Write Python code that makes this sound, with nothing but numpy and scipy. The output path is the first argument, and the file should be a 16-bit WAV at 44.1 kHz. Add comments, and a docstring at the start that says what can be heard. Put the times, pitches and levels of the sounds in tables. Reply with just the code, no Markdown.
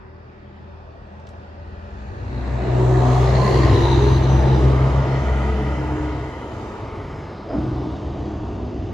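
"""A loaded six-cylinder diesel truck, heard through an open window. At first it hums behind a house,
and a few small ticks sound close by. After two seconds it comes out and passes: the exhaust drones and
beats against its own echoes, the engine roars, the tyres rush, dull thumps sound and the turbo whistles.
Near 6.25 s the throttle lifts and the truck draws away up a valley. The stereo picture narrows,
and at 7.5 s a bark and a puff open one more swell of the low drone."""
import sys
import numpy as np
from scipy import signal
from scipy.fft import rfft, irfft, next_fast_len
from scipy.io import wavfile
from scipy.ndimage import uniform_filter1d, map_coordinates

SR = 44100
rng = np.random.default_rng(int(sys.argv[2]) if len(sys.argv) > 2 else 0)


def dump(signal):
    """Clip the signal to [-1, 1] and save it as 16-bit WAV at the path in sys.argv[1]."""
    limited = np.clip(np.atleast_2d(signal).T, -1, 1)
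    pcm = np.round(limited * 32767).astype(np.int16)
    wavfile.write(sys.argv[1], SR, pcm)


N = 393813

# How fast the engine shaft turns, as heard: (time [s], turns a second [Hz])
SHAFT_SPEED = [(0, 20.1), (2.3, 20.5), (2.8, 20.8), (3.25, 21.1), (3.75, 21.45), (4.3, 21.65), (5.0, 21.8),
               (5.6, 21.9), (6.2, 21.75), (7.6, 21), (8.93, 20.3)]
# How loud each part is as the truck goes by: (time [s], rumble [dB], growl [dB], roar [dB],
# engine block [dB], tyres [dB], tread [dB], hiss [dB], spray [dB])
PASSING_LEVELS = [(0.0, -51, -49, -52, -57, -51, -56, -69, -87),
                  (0.12, -52, -52, -49, -54.5, -55, -57.5, -69, -90),
                  (1.71, -46.5, -48, -46, -49, -49.5, -52, -63, -78),
                  (2.11, -37.5, -45, -42, -46, -46.5, -48.5, -61.5, -71.5),
                  (2.69, -33, -37.5, -30, -31, -36, -44.5, -51.5, -62),
                  (2.96, -39, -36, -26, -32, -33, -45.5, -48.5, -55),
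                  (3.11, -29, -36, -25, -28, -29, -41, -43, -52),
                  (3.45, -31, -29.5, -28.5, -26.5, -31.5, -39.5, -41.5, -48),
                  (3.53, -24.5, -34, -23.5, -23.5, -30, -41, -40, -48),
                  (3.58, -28.5, -31, -22, -27, -30, -37.5, -41, -47.5),
                  (3.73, -20, -33.5, -22.5, -28.5, -30.5, -37.5, -39.5, -50.5),
                  (3.93, -24, -33, -24.5, -31, -28, -37, -42, -50),
                  (4.18, -25.5, -29.5, -23, -31, -32, -40.5, -43, -52.5),
                  (4.8, -26.5, -32.5, -24, -30.5, -33.5, -41, -46, -57),
                  (5.62, -35.5, -34.5, -30, -33.5, -36.5, -42, -49.5, -59),
                  (5.97, -31.5, -40, -31, -36, -38.5, -44, -52.5, -61),
                  (6.34, -35, -45, -31.5, -39.5, -39, -49, -54.5, -63),
                  (6.9, -38, -45, -34.5, -43, -39.5, -48.5, -55.5, -65),
                  (7.2, -34, -42, -36, -42.5, -41, -49.5, -55.5, -66),
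                  (7.44, -38.5, -43.5, -36.5, -46, -41, -53, -54.5, -71),
                  (7.51, -35, -50, -32.5, -34.5, -50, -50, -55, -69),
                  (7.58, -31.5, -30, -30, -36.5, -39, -50.5, -52, -63.5),
                  (7.78, -35.5, -38, -31, -40.5, -40.5, -52, -52.5, -63),
                  (8.21, -33.5, -36.5, -32.5, -40.5, -42, -53.5, -54, -63),
                  (8.55, -32, -40.5, -36.5, -40, -42.5, -53.5, -54.5, -63.5),
                  (8.9, -34, -39, -32.5, -43, -45.5, -57, -54.5, -65),
                  (8.93, -37, -29, -29, -44, -43, -53, -57, -66)]
def truck():
    """The truck's low and high sounds, each as mid (what both ears share) and side (how they differ)."""
    shaft_hz, = curves(SHAFT_SPEED)
    rumble_db, growl_db, roar_db, block_db, tyre_db, tread_db, hiss_db, spray_db = curves(PASSING_LEVELS)
    turns = np.cumsum(uniform_filter1d(shaft_hz, size=SR // 4)) / SR  # a loaded engine changes speed slowly
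    low = exhaust(turns) + exhaust_pipe(turns) + rumble(turns, rumble_db) + growl(turns, growl_db)
    low += roar(turns, roar_db) + engine_block(turns, block_db) + flares(turns) + late_swell(turns)
    low += tyres(turns, tyre_db, tread_db) + dull_thumps() + body_rattle(turns)
    low += hidden_hum() + distant_ringing(block_db)
    high = chain_rattle(turns) + hiss(turns, hiss_db) + spray(turns, spray_db) + top_hiss(spray_db)
    return low, high + turbo() + puff() + faint_squeal()


# The exhaust's two notes: (time [s], firing note [dB], octave above [dB])
EXHAUST_LEVELS = [(0.0, -59.5, -51), (1.2, -57, -53), (1.7, -43, -68), (2.15, -36, -45), (2.35, -31, -34.5),
                  (2.6, -23.5, -27.5), (2.78, -25.5, -16.5), (3.2, -21, -17), (3.5, -21.5, -19),
                  (4.05, -19, -18.5), (4.65, -17.5, -18), (5.08, -23, -21.5), (5.2, -28, -24),
                  (5.33, -18, -32), (5.9, -28, -29.5), (6.2, -30, -37), (6.32, -36.5, -47), (7.5, -51, -53),
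                  (7.6, -31, -30), (7.72, -32.5, -26.5), (7.95, -35, -37), (8.3, -37.5, -41.5),
                  (8.93, -35, -62)]
# The echo of each note: (time [s], path difference [wavelengths], level over the direct sound [dB])
FIRING_ECHO = [(0, -9.5, -8), (2.15, -2.5, -8), (3.08, -.5, -20), (3.47, .5, -7), (3.85, 1.5, -12),
               (4.27, 2.5, -7), (4.5, 3.5, -7), (4.8, 4.5, -14), (5.1, 5.5, -2.5), (5.43, 6.5, -15),
               (5.62, 7.5, -9), (6.17, 10.5, -9), (7.44, 20.5, -3), (7.69, 21.5, -5), (7.87, 22.5, -4),
               (8.15, 24.5, -2), (8.93, 30.1, -4)]
OCTAVE_ECHO = [(0, -20.5, -5), (2.27, -8.5, -5), (2.8, -5.5, -22), (3.5, -2.5, -14), (3.85, -.5, -20),
               (4.22, 1.5, -11), (4.6, 3.5, -6), (4.77, 4.5, -14), (4.93, 5.5, -1), (5.05, 6.5, -8),
               (5.25, 7.5, -1), (5.56, 8.5, -3), (5.75, 9.5, -4), (7.52, 24.5, -3), (7.7, 25.3, -22),
               (8.02, 27.5, -6), (8.93, 34, -3)]
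def exhaust(turns):
    """Six cylinders fire three times a shaft turn; each firing pushes out one pulse of pressure."""
    firing_db, octave_db = curves(EXHAUST_LEVELS)
    firing = 2 * np.pi * 3 * turns
    note = amp(firing_db) * echoed(firing, FIRING_ECHO)
    octave = amp(octave_db) * echoed(2 * firing - np.pi / 2, OCTAVE_ECHO)  # the crests line up
    return np.sqrt(2) * (note + octave) * amp([[0], [-32]])


# The pipe's ringing, which sinks as the truck goes by: (time [s], pitch [Hz], level [dB])
PIPE_RING = [(2.2, 375, -51.5), (2.76, 374, -25), (2.97, 380.7, -20.5), (3.1, 382.9, -31.5),
             (3.5, 390, -18.5), (3.6, 346.5, -19.5), (3.78, 346, -18), (3.95, 343, -16.5), (4.15, 356, -25),
             (4.7, 333, -27), (5.1, 324.6, -49), (6.05, 298, -29.5), (6.5, 296.4, -52)]
def exhaust_pipe(turns):
    """The pipe boosts the shaft tones nearest its own pitch, and rings with the noise of burning fuel."""
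    pipe_hz, db = curves(PIPE_RING)
    shaft_hz = np.gradient(turns) * SR
    reach_hz = 5.4
    tones = np.zeros((2, N))
    for multiple in range(12, 23):
        mistuning = (multiple * shaft_hz - pipe_hz) / reach_hz
        boost = 0.12 + 1 / (1 + mistuning ** 2)
        extra_db = 2.5 * (multiple % 3 == 0)  # multiples of the firing rate stand out
        tones += boost * shaft_tones([(multiple, extra_db)], turns, fade_db=2, drift_rad=0.35, side_db=-4)
    ring = narrow_noise(PIPE_RING, width_hz=123, gain_db=-8.5, swell=throb(turns, 0.3))
    return tones * amp(db - 8) * fade_ends(PIPE_RING, 0.4) + ring


# Low tones from unequal cylinders: (pitch [times shaft speed], level over the rumble [dB])
RUMBLE_TONES = [(2, -20.5), (4, -13), (5, -11.5), (7, -19)]
# The tone colour of the rumble and of the deep noise under it: (frequency [Hz], level [dB])
RUMBLE_COLOUR = [(20, -120), (45, -22.5), (62, 16.5), (90, 20.5), (130, 16.5), (165, -22.5), (330, -120)]
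DEEP_COLOUR = [(8, -120), (15, -42), (25, -11), (35, 24), (45, 40), (60, 25), (75, -58), (150, -120)]
def rumble(turns, db):
    """Unequal cylinders add weak, low tones, heard over two layers of deep noise."""
    tones = shaft_tones(RUMBLE_TONES, turns, fade_db=5, drift_rad=0.68, side_db=-20)
    deep = follow(db, offset_db=-7.5, swing=0.69) * wide_noise(DEEP_COLOUR, random_swells())
    return amp(db) * (tones + wide_noise(RUMBLE_COLOUR, random_swells())) + deep


# Tones in the growl: (pitch [times shaft speed], level over the growl [dB])
GROWL_TONES = [(8, -12.5), (9, -12), (10, -9), (11, -17.5)]
# The tone colour of the growl: (frequency [Hz], level [dB])
GROWL_COLOUR = [(60, -120), (120, -21), (150, 12.5), (175, 8.5), (205, 17), (235, -0.5), (280, -26),
                (560, -120)]
def growl(turns, db):
    """Higher shaft tones and swelling noise, just above the rumble."""
    tones = shaft_tones(GROWL_TONES, turns, fade_db=4, drift_rad=0.73, side_db=-2.5)
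    return amp(db) * (tones + amp(-1.5) * wide_noise(GROWL_COLOUR, random_swells()))


# The tone colour of the roar: (frequency [Hz], level [dB])
ROAR_COLOUR = [(140, -31), (235, -2.5), (333, -1), (372, -1), (440, -2), (480, -10.5), (620, -42.5),
               (1060, -120)]
def roar(turns, db):
    """Burning fuel makes a noise that swells at each firing."""
    return amp(db - 3.5) * wide_noise(ROAR_COLOUR, throb(turns, 0.23))


# The tone colour of the engine block: (frequency [Hz], level [dB])
BLOCK_COLOUR = [(280, -34.5), (480, 1), (533, 0.5), (611, 1), (663, 2), (780, -4), (1010, -36.5),
                (1720, -120)]
# Its ringing: (time [s], pitch [Hz], level [dB])
BLOCK_NOTE = [(2.5, 741.5, -39), (2.8, 735, -32.5), (3.12, 721, -24), (3.5, 700, -35), (3.8, 677, -38)]
def engine_block(turns, db):
    """The engine's metal body gives off throbbing noise and a ring that sinks as it passes."""
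    noise = amp(db) * wide_noise(BLOCK_COLOUR, throb(turns, 0.18))
    return noise + narrow_noise(BLOCK_NOTE, width_hz=39, gain_db=-4.5, swell=throb(turns, 0.17))


# Brief engine tones: (time [s], pitch [times shaft speed], level [dB], rise and fall time [s])
FLARING_TONES = [(2.3, 4.5, -38, .25), (2.4, 12, -39, .15), (2.45, 13.5, -43, .12), (2.55, 10.5, -40, .2),
                 (2.85, 15, -32, .15), (3.07, 12, -28, .06), (3.28, 18, -30, .22), (4.5, 15, -31, .35),
                 (3.32, 25, -33, .05), (3.4, 7, -28, .2), (3.45, 21, -32, .18), (3.52, 25, -30, .07),
                 (4.05, 19, -28, .07), (4.28, 10, -30, .07), (5.45, 20, -35, .2), (5.6, 9.5, -34, .25),
                 (6.0, 14, -33, .3), (6.6, 20, -38, .12), (7.62, 15, -31, .09), (8.3, 15, -35, .13),
                 (8.72, 12, -39, .3), (8.55, 20, -41, .3)]
def flares(turns):
    """Single shaft tones that each swell and fade once."""
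    t = np.arange(N) / SR
    out = np.zeros((2, N))
    for peak_s, multiple, db, rise_s in FLARING_TONES:
        swell = np.exp(-((t - peak_s) / rise_s) ** 2)
        out += swell * shaft_tones([(multiple, db)], turns, fade_db=3, drift_rad=1, side_db=-6)
    return out


# The lower and upper parts of the late swell: (time [s], pitch [Hz], level [dB])
SWELL_LOWER = [(7.2, 300, -62), (7.5, 290, -51), (7.545, 285, -24), (7.62, 310, -27), (7.7, 322, -33),
               (7.85, 310, -34), (8.3, 325, -34), (8.93, 310, -36), (9.7, 310, -36)]
SWELL_UPPER = [(7.2, 690, -62), (7.46, 690, -55), (7.52, 690, -40), (7.75, 670, -44), (8.35, 700, -42),
               (8.93, 680, -46.5), (9.7, 680, -45)]
def late_swell(turns):
    """A rough growl, throbbing with the firings, that rises when the truck is far up the valley."""
    lower = narrow_noise(SWELL_LOWER, width_hz=102, gain_db=0, swell=throb(turns, 0.2))
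    return lower + narrow_noise(SWELL_UPPER, width_hz=200, gain_db=-1, swell=throb(turns, 0.2))


# The tone colour of the rolling tyres and of their tread: (frequency [Hz], level [dB])
TYRE_COLOUR = [(460, -26.5), (780, -5), (877, 0.5), (955, -2.5), (1080, -5), (1240, -5), (1340, -13),
               (1450, -11.5), (1880, -39), (3190, -120)]
TREAD_COLOUR = [(850, -29), (1450, -5), (1610, -1), (1980, -0.5), (2350, -5), (2700, -11), (3510, -35),
                (5940, -120)]
# The tyres' note as they pass, and their whine as they leave: (time [s], pitch [Hz], level [dB])
PASSING_NOTE = [(2.3, 960, -45.5), (2.84, 937, -33), (3.2, 960, -43), (3.44, 1029, -24), (3.7, 1049, -28.5),
                (3.85, 946, -24), (4.3, 890, -32), (4.5, 863, -26), (4.8, 875.4, -39.5), (7.4, 956, -43.5)]
LEAVING_WHINE = [(4.6, 1950, -56), (5.05, 1960, -48), (5.3, 1970, -44.5), (5.7, 1990, -46.5),
                 (5.85, 2000, -52), (6.3, 2000, -52), (6.8, 2000, -66), (7.9, 2000, -60)]
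def tyres(turns, tyre_db, tread_db):
    """Tyres rolling on the road make a broad rush, a breathy note with a clearer core, and a whine."""
    rolling = amp(tyre_db - 1) * wide_noise(TYRE_COLOUR, throb(turns, 0.033))
    tread = amp(tread_db) * wide_noise(TREAD_COLOUR, throb(turns, 0.074))
    note = narrow_noise(PASSING_NOTE, width_hz=140, gain_db=-7, swell=throb(turns, 0.46))
    core = narrow_noise(PASSING_NOTE, width_hz=25, gain_db=-9.5)
    whine = narrow_noise(LEAVING_WHINE, width_hz=210, gain_db=2.5)
    return rolling + tread + note + core + whine


# Thumps, then the bark: (time [s], level [dB], pitch [Hz], time to fade by 60 dB [s])
THUMPS = [(2.978, -21, 700, .08), (3.421, -17, 600, .1), (4.477, -20, 850, .07), (7.499, -24, 600, .25),
          (7.527, -16, 480, .2), (7.553, -17, 260, .4)]
def dull_thumps():
    """Three short, dull bursts of noise during the pass, then the bark that opens the late swell."""
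    return bursts(THUMPS, octaves=0.9, attack_s=0.0012) * amp([[0], [-14]])


# The rattle of the truck's body: (time [s], pitch [Hz], level [dB])
BODY_BAND = [(2.6, 1830, -49), (3.22, 1822, -36), (3.42, 1880, -39), (3.5, 1940, -33), (3.56, 1960, -32.5),
             (3.67, 1928, -33.5), (3.72, 1900, -40), (3.86, 1880, -39), (4.0, 1750, -42), (4.9, 1650, -50),
             (5.6, 1650, -55)]
def body_rattle(turns):
    """The body shakes unevenly with the firings."""
    return narrow_noise(BODY_BAND, width_hz=420, gain_db=-4, swell=shaking(turns))


# The rattle of a chain: (time [s], pitch [Hz], level [dB])
CHAIN_BAND = [(1.9, 3990, -69), (2.45, 4000, -55.5), (2.9, 4010, -51), (3.3, 4100, -46),
              (3.45, 4280, -41.5), (3.55, 4300, -38.5), (3.66, 4300, -38.5), (3.71, 4050, -43),
              (3.76, 3900, -38.5), (3.9, 3900, -40), (4.05, 3950, -41.5), (4.2, 3950, -45),
              (4.48, 3850, -44), (5.2, 3770, -50)]
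def chain_rattle(turns):
    """A chain shakes with the firings, brighter than the body."""
    return narrow_noise(CHAIN_BAND, width_hz=620, gain_db=-2, swell=shaking(turns))


# The tone colour of the hiss: (frequency [Hz], level [dB])
HISS_COLOUR = [(1590, -33.5), (2700, 0.5), (3020, -1), (3430, -1.5), (3790, -3.5), (4410, -6.5),
               (5190, -6.5), (5900, -16.5), (7670, -37), (13000, -120)]
def hiss(turns, db):
    """A lightly flickering hiss, loudest as the truck passes."""
    return amp(db - 0.5 + 0.63 * wobble(8)) * wide_noise(HISS_COLOUR, throb(turns, 0.03))


# The tone colour of the spray: (frequency [Hz], level [dB])
SPRAY_COLOUR = [(3500, -120), (5200, -13.5), (6000, 1.5), (7000, -0.5), (7800, -4.5), (8300, -12.5),
                (8700, -47.5), (11000, -120)]
# How much its top is turned up or down: (time [s], gain [dB])
SPRAY_BRIGHTNESS = [(0, 3), (2.2, -2), (2.8, 6), (3.5, -4.5), (6.8, -2), (7.6, -5.5), (8.93, -14)]
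def spray(turns, db):
    """A fine, flickering sizzle whose top brightens and dulls as the truck goes by."""
    sizzle = amp(db + 1.1 * wobble(8.8)) * wide_noise(SPRAY_COLOUR, throb(turns, 0.11))
    top_db, = curves(SPRAY_BRIGHTNESS)
    return sizzle + (amp(top_db) - 1) * treble(sizzle, above_hz=6900, steepness=12)


# The tone colour of the very highest hiss: (frequency [Hz], level [dB])
TOP_HISS_COLOUR = [(7000, -120), (8300, -12), (10000, 0), (11500, -3), (12500, -14), (14500, -22),
                   (16000, -40), (18000, -120)]
def top_hiss(spray_db):
    """The highest hiss rises and falls with the spray, then fades quickly after 7.5 s."""
    fade_from_s, loss_db_per_s = 7.5, 20
    loss_db = loss_db_per_s * np.clip(np.arange(N) / SR - fade_from_s, 0, None)
    level = follow(spray_db, offset_db=-10.5, swing=1.104) * amp(1.3 * wobble(9.6) - loss_db)
    return level * wide_noise(TOP_HISS_COLOUR, 1)


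# The turbo's whistle: (time [s], pitch [Hz], level [dB])
TURBO_WHISTLE = [(3.7, 5930, -62), (3.83, 6010, -54), (3.98, 6070, -53), (4.12, 6075, -53),
                 (4.26, 6060, -51), (4.4, 6000, -55), (4.55, 5870, -58), (4.7, 5760, -64)]
def turbo():
    """The spinning turbo gives a thin whistle that wavers in pitch and dips quickly in level."""
    hz, db = curves(TURBO_WHISTLE)
    waver_hz, dip_db = 22, 7
    phase = 2 * np.pi * np.cumsum(hz + waver_hz * wobble(60)) / SR
    level = amp(db + 6 - dip_db * np.abs(wobble(30))) * fade_ends(TURBO_WHISTLE, 0.071)
    return np.sqrt(2) * np.sin(phase) * level * amp([[0], [-6]])


# One puff: (time [s], level [dB], pitch [Hz], time to fade by 60 dB [s])
PUFF_BURST = [(7.487, -43.5, 5000, 0.49)]
def puff():
    """A short hiss that opens the late swell."""
    return bursts(PUFF_BURST, octaves=0.1, attack_s=0.004)


# A low hum at about four times shaft speed, and a thin one above: (time [s], pitch [Hz], level [dB])
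LOW_HUM = [(0.0, 80.5, -49), (0.9, 80.6, -45), (1.7, 80.94, -41), (2.3, 84, -50)]
THIN_HUM = [(0.0, 380.6, -51), (1.4, 380.7, -56.5), (2.4, 388.8, -77)]
def hidden_hum():
    """Two hums that are clear while the truck is still behind the house."""
    return hum(LOW_HUM, waver_hz=0.63, side_db=-36) + hum(THIN_HUM, waver_hz=3.3, side_db=-4)


# Ringing as the truck leaves, and while it is hidden: (pitch [Hz], width [Hz], level over the block [dB])
LEAVING_BANDS = [(430.6, 18.2, -4.5), (881, 38, -13), (960, 54, -9.5), (1262, 130, -8.5), (1413, 65, -12.5),
                 (3040, 250, -19.5)]
HIDDEN_BANDS = [(577, 24, -4.5), (854, 24, -13.5), (4500, 170, -26.5)]
def distant_ringing(block_db):
    """Narrow bands of noise at steady pitches, rising and falling with the engine block's level."""
    out = np.zeros((2, N))
    for bands, start_s, end_s in (LEAVING_BANDS, 4.79, 7.94), (HIDDEN_BANDS, -1, 3.03):
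        for hz, width_hz, db in bands:
            out += narrow_noise([(start_s, hz, db), (end_s, hz, db)], width_hz, gain_db=0, swell=0.96)
    return amp(block_db) * out


# A thin, high squeal: (time [s], pitch [Hz], level [dB])
SQUEAL_BAND = [(6.3, 5350, -76), (6.9, 5350, -69), (7.12, 5300, -66), (7.2, 5170, -68), (7.35, 5150, -67),
               (7.45, 5150, -72), (8.2, 5150, -76)]
def faint_squeal():
    """A faint squeal flickers as the truck draws away."""
    return narrow_noise(SQUEAL_BAND, width_hz=360, gain_db=-1, swell=amp(3 * wobble(20)))


# Small ticks: (time [s], level [dB], pitch [Hz], time to fade by 60 dB [s])
NEARBY_TICKS = [(1.197, -52, 3800, .06), (1.2685, -36, 3000, .05), (1.283, -58, 7000, .05),
                (1.289, -41, 4400, .04), (1.297, -57, 5000, .16)]
def ticks():
    """A quick rattle of dry clicks close by."""
    return bursts(NEARBY_TICKS, octaves=0.8, attack_s=0.00047) * amp([[0], [-5]])


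def echoed(phase, echo):
    """A tone plus its echo; the echo's path changes as the truck moves, so the two beat."""
    wavelengths, db = curves(echo)
    return np.sin(phase) + amp(db) * np.sin(phase + 2 * np.pi * wavelengths)


def shaft_tones(rows, turns, fade_db, drift_rad, side_db):
    """Pure tones at multiples of the shaft speed; moving echoes fade each one and blur its phase."""
    out = np.zeros((2, N))
    for multiple, db in rows:
        phase = 2 * np.pi * multiple * turns + drift_rad * wobble(5) + 2 * np.pi * rng.random()
        level = np.sqrt(2) * amp(db + fade_db * wobble(3.008))
        out += level * np.array([np.sin(phase), amp(side_db) * wobble(1.7) * np.cos(phase)])
    return out


def hum(rows, waver_hz, side_db):
    """A pure tone, slightly unsteady in pitch and level."""
    hz, db = curves(rows)
    phase = 2 * np.pi * np.cumsum(uniform_filter1d(hz, size=SR) + waver_hz * wobble(5.9)) / SR
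    level = np.sqrt(2) * amp(db + 1.6 * wobble(5.1)) * fade_ends(rows, 0.1)
    return level * np.array([np.sin(phase), amp(side_db) * np.cos(phase)])


# Left and right differ most where the window frame and room ring, and they also differ in the highest treble:
# (frequency [Hz], side over mid [dB])
ROOM_WIDTH = [(60, -32), (150, -5), (250, -11), (380, 1), (550, -4), (750, 2.5), (930, 3), (1150, 1),
              (1400, 6.5), (1600, 0.5), (1800, -1.5), (2100, 5.5), (2500, -3), (3200, -0.5), (4500, 0),
              (9000, 3.5)]
def wide_noise(colour, swell):
    """Broad noise as mid and side, with drifting patches where echoes add up or cancel."""
    patch_db = 1.5
    spectra = signal.stft(rng.standard_normal((2, N)) * swell, nperseg=2048)[2]
    patches = uniform_filter1d(rng.standard_normal(spectra.shape[1:]), size=14, axis=0)  # blur in pitch
    patches = uniform_filter1d(patches, size=12, axis=1)  # blur in time
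    pair = signal.istft(spectra * amp(patch_db * unit(patches)), nperseg=2048)[1][:, :N]
    pair = filtered(pair, lambda hz: amp(look_up(colour, hz) + look_up(ROOM_WIDTH, hz) * [[0], [1]]))
    return pair / np.std(pair[0])


def narrow_noise(rows, width_hz, gain_db, swell=1):
    """A flickering band of noise, as mid and side, that follows a table's pitch and level."""
    pitch_hz, db = uniform_filter1d(curves(rows), size=SR // 30, axis=1)
    slow = filtered(rng.standard_normal((4, N)), lambda hz: 1 / (1 + (2 * hz / width_hz) ** 4))
    phase = 2 * np.pi * np.cumsum(pitch_hz) / SR
    pair = unit(slow[:2] * np.cos(phase) + slow[2:] * np.sin(phase)) * swell  # lift it up to the pitch
    flicker_db = 1.2 * wobble(7.5)
    side_db = look_up(ROOM_WIDTH, pitch_hz) * [[0], [1]]
    return pair * amp(db + gain_db + flicker_db + side_db) * fade_ends(rows, 0.97)


def bursts(rows, octaves, attack_s):
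    """Bursts of noise that start sharply and die away, each around its own pitch."""
    out, t = np.zeros((2, N)), np.arange(SR // 2) / SR
    hz = np.fft.rfftfreq(len(t), 1 / SR) + 1
    for start_s, db, pitch_hz, fade_s in rows:
        colour = amp(-6 * (np.log2(hz / pitch_hz) / octaves) ** 2)
        noise = irfft(rfft(rng.standard_normal((2, len(t)))) * colour)
        level = amp(db - 11 - 60 * t / fade_s) * (1 - np.exp(-t / attack_s))
        out[:, round(start_s * SR):][:, :len(t)] += level * unit(noise)
    return out


def throb(turns, depth):
    """A gain that swells at each firing, three times a shaft turn."""
    return 1 + depth * np.cos(2 * np.pi * 3 * turns)


def shaking(turns):
    """A deep throb with a fast random flicker, which makes noise rattle."""
    return throb(turns, 0.5) * amp(2 * wobble(45))


def random_swells():
    """A gain that rises and falls gently as echoes shift."""
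    return amp(1.2 * wobble(6.5))


def follow(db, offset_db, swing):
    """A gain tied to another level, moving swing dB for each dB that level moves."""
    pivot_db = -40
    return amp(pivot_db + offset_db + swing * (db - pivot_db))


def fade_ends(rows, fade_s):
    """A gain of 1 while a table lasts, fading at both ends."""
    t = np.arange(N) / SR
    return np.clip((t - rows[0][0]) / fade_s + 0.5, 0, 1) * np.clip((rows[-1][0] - t) / fade_s, 0, 1)


def wobble(rate):
    """A smooth random curve through rate new values a second."""
    coarse = np.arange(0, N + 64, 32)
    values = rng.standard_normal(int(N * rate / SR) + 5)
    return np.interp(np.arange(N), coarse, map_coordinates(values, [coarse * rate / SR]))


def curves(rows):
    """Each column after the time, drawn out to one value per sample."""
    times, *columns = np.transpose(rows)
    return [np.interp(np.arange(N) / SR, times, column) for column in columns]


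def look_up(rows, hz):
    """A table's value at a frequency, with all octaves spaced evenly."""
    frequencies, values = np.transpose(rows)
    return np.interp(np.log(hz + 1), np.log(frequencies + 1), values)


def filtered(x, response):
    """The sound with each frequency turned up or down by response(hz)."""
    size = next_fast_len(N + SR // 2)
    return irfft(rfft(x, size) * response(np.fft.rfftfreq(size, 1 / SR)), size)[..., :N]


def treble(x, above_hz, steepness):
    """Only the high part of a sound."""
    return filtered(x, lambda hz: 1 / (1 + (above_hz / (hz + 1)) ** steepness))


def amp(db):
    """Decibels turned into a gain."""
    return 10 ** (np.asarray(db) / 20)


def unit(x):
    """Scaled to an average strength (rms) of 1."""
    return x / np.sqrt(np.mean(x ** 2) + 1e-20)


def left_right(pair, width_db):
    """Left is mid plus side, right is mid minus side; more side sounds wider."""
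    mid, side = pair
    return mid + side * amp(width_db) * [[1], [-1]]


# How the sound leans to one side: (frequency [Hz], left over right [dB])
SIDE_LEAN = [(60, 2.5), (130, 1.5), (290, 0), (640, 1), (1410, -3), (3100, 3.5), (6820, 3), (15000, -6)]
# The stereo picture: (time [s], left delay [ms], low width [dB], treble width [dB], share of lean [0-1])
STEREO_PICTURE = [(0, -0.35, -4, -1.5, 0.8), (2.2, -0.39, -6.5, -2, 0.82), (2.6, 0.063, -6, -3.5, 1),
                  (4.5, -0.097, -8.5, -4.5, 0.6), (6.2, -0.09, -14, -3.5, 0.36), (6.8, -0.1, -13, -4, 0.4),
                  (7.1, -0.045, -13.5, -33.5, 0.06), (8.93, -0.034, -11, -44, 0.05)]
def scene():
    """The truck and the ticks in stereo; the nearer side hears the low sound first."""
    delay_ms, low_width_db, treble_width_db, lean_share = curves(STEREO_PICTURE)
    low, high = truck()
    top = treble(low, above_hz=2150, steepness=16)  # the treble has its own width
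    left, right = left_right(low - top, low_width_db)
    half_delay = delay_ms * SR / 2000  # in samples; each side moves by half
    left = map_coordinates(left, [np.arange(N) - half_delay], mode="nearest")
    right = map_coordinates(right, [np.arange(N) + half_delay], mode="nearest")
    pair = np.array([left, right]) + left_right(high + top + ticks(), treble_width_db)
    leaning = filtered(pair, lambda hz: amp(look_up(SIDE_LEAN, hz) * [[0.5], [-0.5]]))
    return pair + lean_share * fade_ends(STEREO_PICTURE, 0.1) * (leaning - pair)


def record(dry):
    """Cuts off the very highest treble."""
    return filtered(dry, lambda hz: hz < 16354)


dry = scene()
out = record(dry)
dump(out)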